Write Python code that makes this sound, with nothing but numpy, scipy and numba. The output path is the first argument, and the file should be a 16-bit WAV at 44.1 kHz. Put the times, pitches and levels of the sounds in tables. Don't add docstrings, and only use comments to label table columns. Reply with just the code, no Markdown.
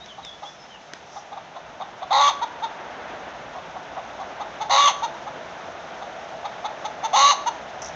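import sys
import numpy as np
from scipy import signal
from scipy.fft import rfft, irfft
from scipy.io import wavfile
from scipy.ndimage import uniform_filter1d
from numba import njit

SR = 44100
rng = np.random.default_rng(int(sys.argv[2]) if len(sys.argv) > 2 else 0)


def output_pcm(signal):
    pcm = np.clip(np.atleast_2d(signal).T, -1, 1) * 32767
    wavfile.write(sys.argv[1], SR, np.round(pcm).astype(np.int16))


N = 350595

# centre in Hz, width in Hz, gain in dB, share of the facing gain.
TRACT_MODES = [(2050, 300, -3, .2), (2880, 220, -3, 1.15), (4130, 240, -5, .5), (6270, 470, -1.5, .9)]
# time in seconds, facing gain in dB.
BEAK_FACING = [(2.13, -11), (2.28, -1.5), (2.6, -12.5), (4.72, -3), (4.89, 0.5), (6.4, -11.5), (7.18, 3),
               (7.5, 2.5)]


def hen(start_s, pitch_hz, db, treble_db, rough, doubling, throat_hz, beak_hz,
        breath, beak_db, throat_width_hz):
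    n = len(pitch_hz)
    phase = 2 * np.pi * np.cumsum(pitch_hz * (1 + .018 * rough * wander(n, 120))) / SR
    subharmonic = np.cos(phase / 2 + .6 * rough ** 2 * wander(n, 60))
    phase = phase + .42 * rough ** 1.5 * wander(n, 300) + .35 * doubling * subharmonic
    strength = 1 + .5 * rough * wander(n, 300) + 1.1 * doubling * subharmonic
    pulses = strength * np.cos(np.outer(phase, np.arange(1, 25))).sum(1)
    airflow = (.1 + .9 * rough) * (1 + .3 * np.cos(phase))
    rasp = airflow * undb(3 * wander(n, 90)) * rng.standard_normal(n)
    throat = ring(pulses + 1.9 * rasp, throat_hz, throat_width_hz)
    throat = butter(butter(throat, 570, "high", order=9), 1295, "low", order=9)
    breathy = pulses + breath * rasp
    treble = undb(beak_db) * ring(ring(breathy, beak_hz, 510), beak_hz, 560)
    facing_db = curve(BEAK_FACING, start_s + np.arange(n) / SR)
    for hz, width_hz, mode_db, share in TRACT_MODES:
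        mode = ring(ring(breathy, hz, width_hz), hz, 2.36 * width_hz)
        treble += undb(mode_db + share * facing_db) * mode
    treble = butter(treble, 1300, "high", order=6)
    return undb(db) * (steady(throat, span_s=.0056) + undb(treble_db) * steady(treble, span_s=.012))


# start in seconds; break, settling and release in seconds after it;
# base level in dB; relative treble in dB; split roughness 0-1; throat at the break in Hz;
# crack strength 0-1; open-beak resonance at start and at release in Hz.
SQUAWK_CALLS = [(2.103, .024, 0.12, 0.18, -15, -7.5, 0.72, 850, 0.6, 3980, 3550),
                (4.693, 0.013, 0.088, 0.19, -15, -4.5, 0.96, 857, 0.88, 4010, 3430),
                (7.128, .029, .108, 0.18, -14, -4.5, 0.57, 940, 0.13, 3820, 3920)]


def squawks():
    start_hz, rise_hz_per_s, ceiling_hz, top_hz, end_hz = 335.5, 4600, 426.3, 575.2, 348.3
    attack_s, break_span_s, climb_s = .0076, .0064, .055
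    settle_span_s, crack_s, fall_s = .058, .009, .035
    clean_rough, held_rough, split_doubling, held_doubling = .07, .38, .8, .046
    out = np.zeros(N)
    for (start_s, break_s, settle_s, release_s, db, treble_db,
         split_rough, split_hz, crack_size, beak_start_hz, beak_end_hz) in SQUAWK_CALLS:
        t = np.arange(0, release_s + fall_s, 1 / SR)
        broken = ramp(t, break_s - break_span_s / 2, break_span_s)
        settled = ramp(t, settle_s - settle_span_s / 2, settle_span_s)
        crack = crack_size * np.exp(-((t - release_s) / crack_s) ** 2)
        fall = ramp(t, release_s, fall_s)
        since_break_s = np.maximum(t - break_s, 0)
        strain = np.exp(-since_break_s / climb_s)

        clean_hz = np.minimum(start_hz + rise_hz_per_s * t, ceiling_hz)
        sung_hz = blend(clean_hz, top_hz - 50.16 * strain, broken)
        pitch_hz = blend(end_hz, sung_hz, (1 - fall) ** 1.5)
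        rough = blend(clean_rough, blend(split_rough, held_rough, settled), broken) + crack
        doubling = broken * blend(split_doubling, held_doubling, settled)
        level_db = db - 17 * np.exp(-t / attack_s) - 3 * broken * strain - 15.5 * fall
        bright_db = treble_db - 6.5 * (1 - broken) - 1.5 * settled + 3 * crack + 4.5 * np.sin(np.pi * fall)
        throat_hz = blend(2 * pitch_hz, split_hz + 1200 * since_break_s, broken * (1 - settled))
        beak_shut = 1 - broken + crack
        beak_hz = blend(beak_start_hz, beak_end_hz, ramp(t, 0, release_s)) - 334 * beak_shut
        voice = hen(start_s, pitch_hz, level_db, bright_db, rough, doubling, throat_hz, beak_hz,
                    breath=8.4, beak_db=3, throat_width_hz=240)
        add(out, start_s, voice * signal.windows.tukey(len(t), .03))
    return out


# middle in seconds, length in seconds, mid pitch in Hz, level in dB,
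# base relative treble in dB.
CLUCK_CALLS = [ (0.192, .032, 406, -35, -17), (0.437, 0.033, 417, -32, -15),
               (1.173, .034, 411, -32.5, -16.5), (1.332, 0.032, 421, -34, -16),
               (1.378, 0.03, 399, -32, -18.5), (1.569, 0.038, 356, -35, -13),
               (1.818, 0.045, 391, -28.5, -14.5), (2.031, 0.033, 384, -28, -14.5),
               (2.432, .042, 479.7, -21, -13), (2.642, 0.05, 464, -23.5, -11.5),
               (3.572, .046, 375, -33, -24), (3.768, 0.034, 372, -31, -24), (3.981, .038, 386, -29, -25),
               (4.213, 0.051, 392, -30, -20), (4.416, 0.043, 421, -27, -16.5),
               (4.621, 0.044, 444.6, -24.5, -10.5), (5.043, .05, 472, -21, -11.5),
               (5.279, .035, 432, -29.5, -18.5), (6.029, .035, 414, -33, -13.5),
               (6.458, 0.035, 425, -26, -12.5), (6.658, 0.037, 436, -24, -11.5),
               (6.859, .038, 431, -25.5, -9.5), (7.052, 0.048, 449.3, -22.5, -9),
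               (7.478, 0.043, 483, -19.5, -10.5)]


def clucks(gruff_hz=378, clear_hz=468.7):
    out = np.zeros(N)
    for middle_s, length_s, middle_hz, db, treble_db in CLUCK_CALLS:
        u = np.linspace(-1, 1, int(length_s * SR))
        clear = ramp(middle_hz, gruff_hz, clear_hz - gruff_hz)
        rough = blend(.69, .22, clear)
        rise = blend(.16, -.02, clear)
        pitch_hz = middle_hz * (1 - .22 * u ** 2 + rise * u / 2)
        throat_hz = 2 * pitch_hz + 130 * rough
        beak_hz = 3600 * (1 + .021 * (.2 - u ** 2))
        bright_db = treble_db + 1.5 - 15 * (u - .1) ** 2
        voice = hen(middle_s, pitch_hz, db, bright_db, rough, 0, throat_hz, beak_hz,
                    breath=3.2, beak_db=1.5, throat_width_hz=225)
        envelope = undb(-11 * u ** 2) * signal.windows.tukey(len(u), .15)
        add(out, middle_s - length_s / 2, voice * envelope)
    return out


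# start in seconds, peak in dB, ring in Hz, relative knock in dB, T60 in seconds.
DRY_TICKS = [(0.06, -29.5, 5360, 1, 0.011), (.249, -24.5, 5230, 2, 0.0071), (0.935, -21, 5150, 2.5, 0.0095),
             (7.819, -24.5, 5900, -14, 0.085), (7.845, -24.5, 5800, -21, .025),
             (7.856, -28.5, 6030, -23, 0.1), (7.884, -31.5, 5600, -22, 0.036)]


def ticks(attack_s=.0003, knock_hz=950):
    out = np.zeros(N)
    t = np.arange(SR // 10) / SR
    for start_s, peak_db, hz, knock_db, t60_s in DRY_TICKS:
        burst = rng.standard_normal(len(t)) * undb(-60 * t / t60_s) * (1 - np.exp(-t / attack_s))
        click = ring(ring(burst, hz, 1000), hz, 2000) + undb(knock_db) * ring(burst, knock_hz, 2200)
        add(out, start_s, undb(peak_db) * click / np.abs(click).max())
    return out


# start in seconds, length in seconds, start, middle and end pitch in Hz,
# level in dB.
SONGBIRD_NOTES = [(0, 0.053, 3600, 3790, 3820, -47), (0.079, 0.058, 3680, 3150, 2980, -46.5),
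                  (0.228, 0.092, 3900, 3477, 3340, -42.5), (0.294, 0.078, 3450, 3420, 3420, -47.5),
                  (0.446, 0.0574, 3140, 3440, 3380, -44), (0.583, 0.077, 5270, 5260, 5300, -54),
                  (0.697, 0.082, 3130, 2980, 2520, -51)]


def songbird():
    out = np.zeros(N)
    for start_s, length_s, start_hz, middle_hz, end_hz, db in SONGBIRD_NOTES:
        u = np.linspace(-1, 1, int(length_s * SR))
        hz = middle_hz + (end_hz - start_hz) / 2 * u + ((start_hz + end_hz) / 2 - middle_hz) * u ** 2
        phase = 2 * np.pi * np.cumsum(hz * (1 + .01 * wander(len(u), 150))) / SR
        add(out, start_s, undb(db) * unit(np.sin(phase) * np.sqrt(1 - u ** 2)))
    return out


# middle in seconds, length in seconds, centre in Hz, top level in dB.
NOISE_SWELLS = [(0.493, 0.26, 5660, -53.5), (1.159, .21, 5750, -49.5), (3.098, 1.3, 1800, -50.5)]


def noise_swells(width_hz=1600):
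    out = np.zeros(N)
    for middle_s, length_s, hz, db in NOISE_SWELLS:
        n = int(length_s * SR)
        hiss = ring(ring(rng.standard_normal(n), hz, width_hz), hz, width_hz)
        add(out, middle_s - length_s / 2, undb(db) * unit(hiss) * np.hanning(n))
    return out


# delay in seconds, gain in dB.
GARDEN_ECHOES = [(.021, -20), (0.04, -20.5), (0.065, -30.5), (.105, -27), (0.137, -29.5)]


def garden(x, scatter_db, t60_s, treble_db, treble_t60_s):
    t = np.arange(SR // 2) / SR
    scatter = undb(scatter_db) * rng.standard_normal(len(t)) * (1 - np.exp(-t / .005)) / np.sqrt(SR)
    response = butter(scatter, 1600, "low", order=3) * undb(-60 * t / t60_s)
    response += butter(scatter, 1800, "high", order=3) * undb(treble_db - 60 * t / treble_t60_s)
    for delay_s, db in GARDEN_ECHOES:
        response[int(delay_s * SR)] += undb(db)
    return x + signal.fftconvolve(x, butter(response, 7000, "low"))[:N]


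# frequency in Hz, relative density in dB.
RUSH_SPECTRUM = [(18, -57.5), (30, -32), (58, -18), (111, -19), (216, -12.5), (463, -10), (632, -3),
                 (924, -5), (1020, -9.5), (1450, -9), (2450, -19), (3590, -22), (4550, -32), (6360, -29),
                 (8870, -51), (11500, -102.5), (19500, -120)]
# time in seconds, gain in dB.
RUMBLE_GAIN = [(0, 2), (1, -2.5), (1.7, 1), (3.7, 4), (7.4, 1.5), (7.9, 7.5)]
BODY_GAIN = [(0, -8), (.9, -7.5), (3.05, 2.5), (3.7, -.5), (4.401, 1.1), (7.9, .5)]
HISS_GAIN = [(0, 3.1), (1.5, .5), (3.7, 3.2), (7.901, 4.9)]


def rush(base_db=-38.5, flicker_db=.9):
    t = np.arange(N) / SR
    rumble_db, body_db, hiss_db = (curve(rows, t) for rows in (RUMBLE_GAIN, BODY_GAIN, HISS_GAIN))
    log_hz = np.log(np.maximum(np.arange(N // 2 + 1) * SR / N, 1))
    shape_hz, shape_db = np.transpose(RUSH_SPECTRUM)
    shape = undb(np.interp(log_hz, np.log(shape_hz), shape_db))
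    noise = unit(irfft(rfft(rng.standard_normal(N)) * shape, N))
    spectrum = rfft(noise)
    centres_hz = [30, 90, 300, 700, 1500, 3000, 5500]
    gains_db = [2 * rumble_db, rumble_db, body_db, body_db, body_db, (body_db + hiss_db) / 2, hiss_db]
    out = np.zeros(N)
    for share, db in zip(np.eye(len(centres_hz)), gains_db):
        band = irfft(spectrum * np.interp(log_hz, np.log(centres_hz), share), N)
        out += band * undb(base_db + db + flicker_db * wander(N, 18))
    return out


# centre in Hz, width in Hz, base level in dB, share of the swell.
DRONE_BANDS = [(156, 44, -60.5, 0.05), (680, 155, -42.5, 0.97)]
# time in seconds, gain in dB.
DRONE_GAIN = [(0, -16.5), (4.5, -3.5), (6.2, 1.5), (7.901, 1.5)]


def drones():
    swell_db = curve(DRONE_GAIN, np.arange(N) / SR)
    out = np.zeros(N)
    for hz, width_hz, db, share in DRONE_BANDS:
        band = ring(ring(rng.standard_normal(N), hz, width_hz), hz, 2 * width_hz)
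        out += undb(db + share * swell_db) * unit(band)
    return out


def undb(db):
    return 10 ** (np.asarray(db) / 20)


def unit(x):
    return x / np.sqrt(np.mean(x ** 2))


def steady(x, span_s):
    size = int(span_s * SR)
    power = uniform_filter1d(uniform_filter1d(x ** 2, size), size)
    return x / np.sqrt(np.abs(power) + 1e-12)


def blend(a, b, share):
    return a + (b - a) * share


def ramp(x, start, span):
    return np.clip((x - start) / span, 0, 1)


def curve(rows, t):
    return np.interp(t, *np.transpose(rows))


def wander(n, hz):
    return unit(butter(rng.standard_normal(n + SR // 10), hz, "low"))[-n:]


def add(out, start_s, x):
    i = max(int(start_s * SR), 0)
    out[i:i + len(x)] += x[:N - i]


def butter(x, hz, kind, order=2):
    return signal.sosfilt(signal.butter(order, hz, kind, fs=SR, output="sos"), x)


@njit
def svf(x, hz, width_hz):
    y, band_state, low_state = np.empty(len(x)), 0., 0.
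    for i in range(len(x)):
        g, damping = np.tan(np.pi * hz[i] / SR), width_hz / hz[i]
        band = (band_state + g * (x[i] - low_state)) / (1 + g * (g + damping))
        band_state = 2 * band - band_state
        low_state += 2 * g * band
        y[i] = damping * band
    return y


def ring(x, hz, width_hz):
    return svf(x, hz + np.zeros(len(x)), float(width_hz))


def scene():
    near = squawks() + clucks() + ticks() + noise_swells()
    near = garden(near, scatter_db=4.5, t60_s=.47, treble_db=1.5, treble_t60_s=.35)
    far = garden(songbird(), scatter_db=10.5, t60_s=.43, treble_db=2.5, treble_t60_s=.24)
    return (near + far + rush() + drones())[None]


def record(dry, rolloff_hz=6820, cutoff_hz=8800):
    dull = butter(dry, rolloff_hz, "low", order=8)
    return signal.sosfilt(signal.ellip(8, .2, 70, cutoff_hz, fs=SR, output="sos"), dull)


dry = scene()
out = record(dry)
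output_pcm(out)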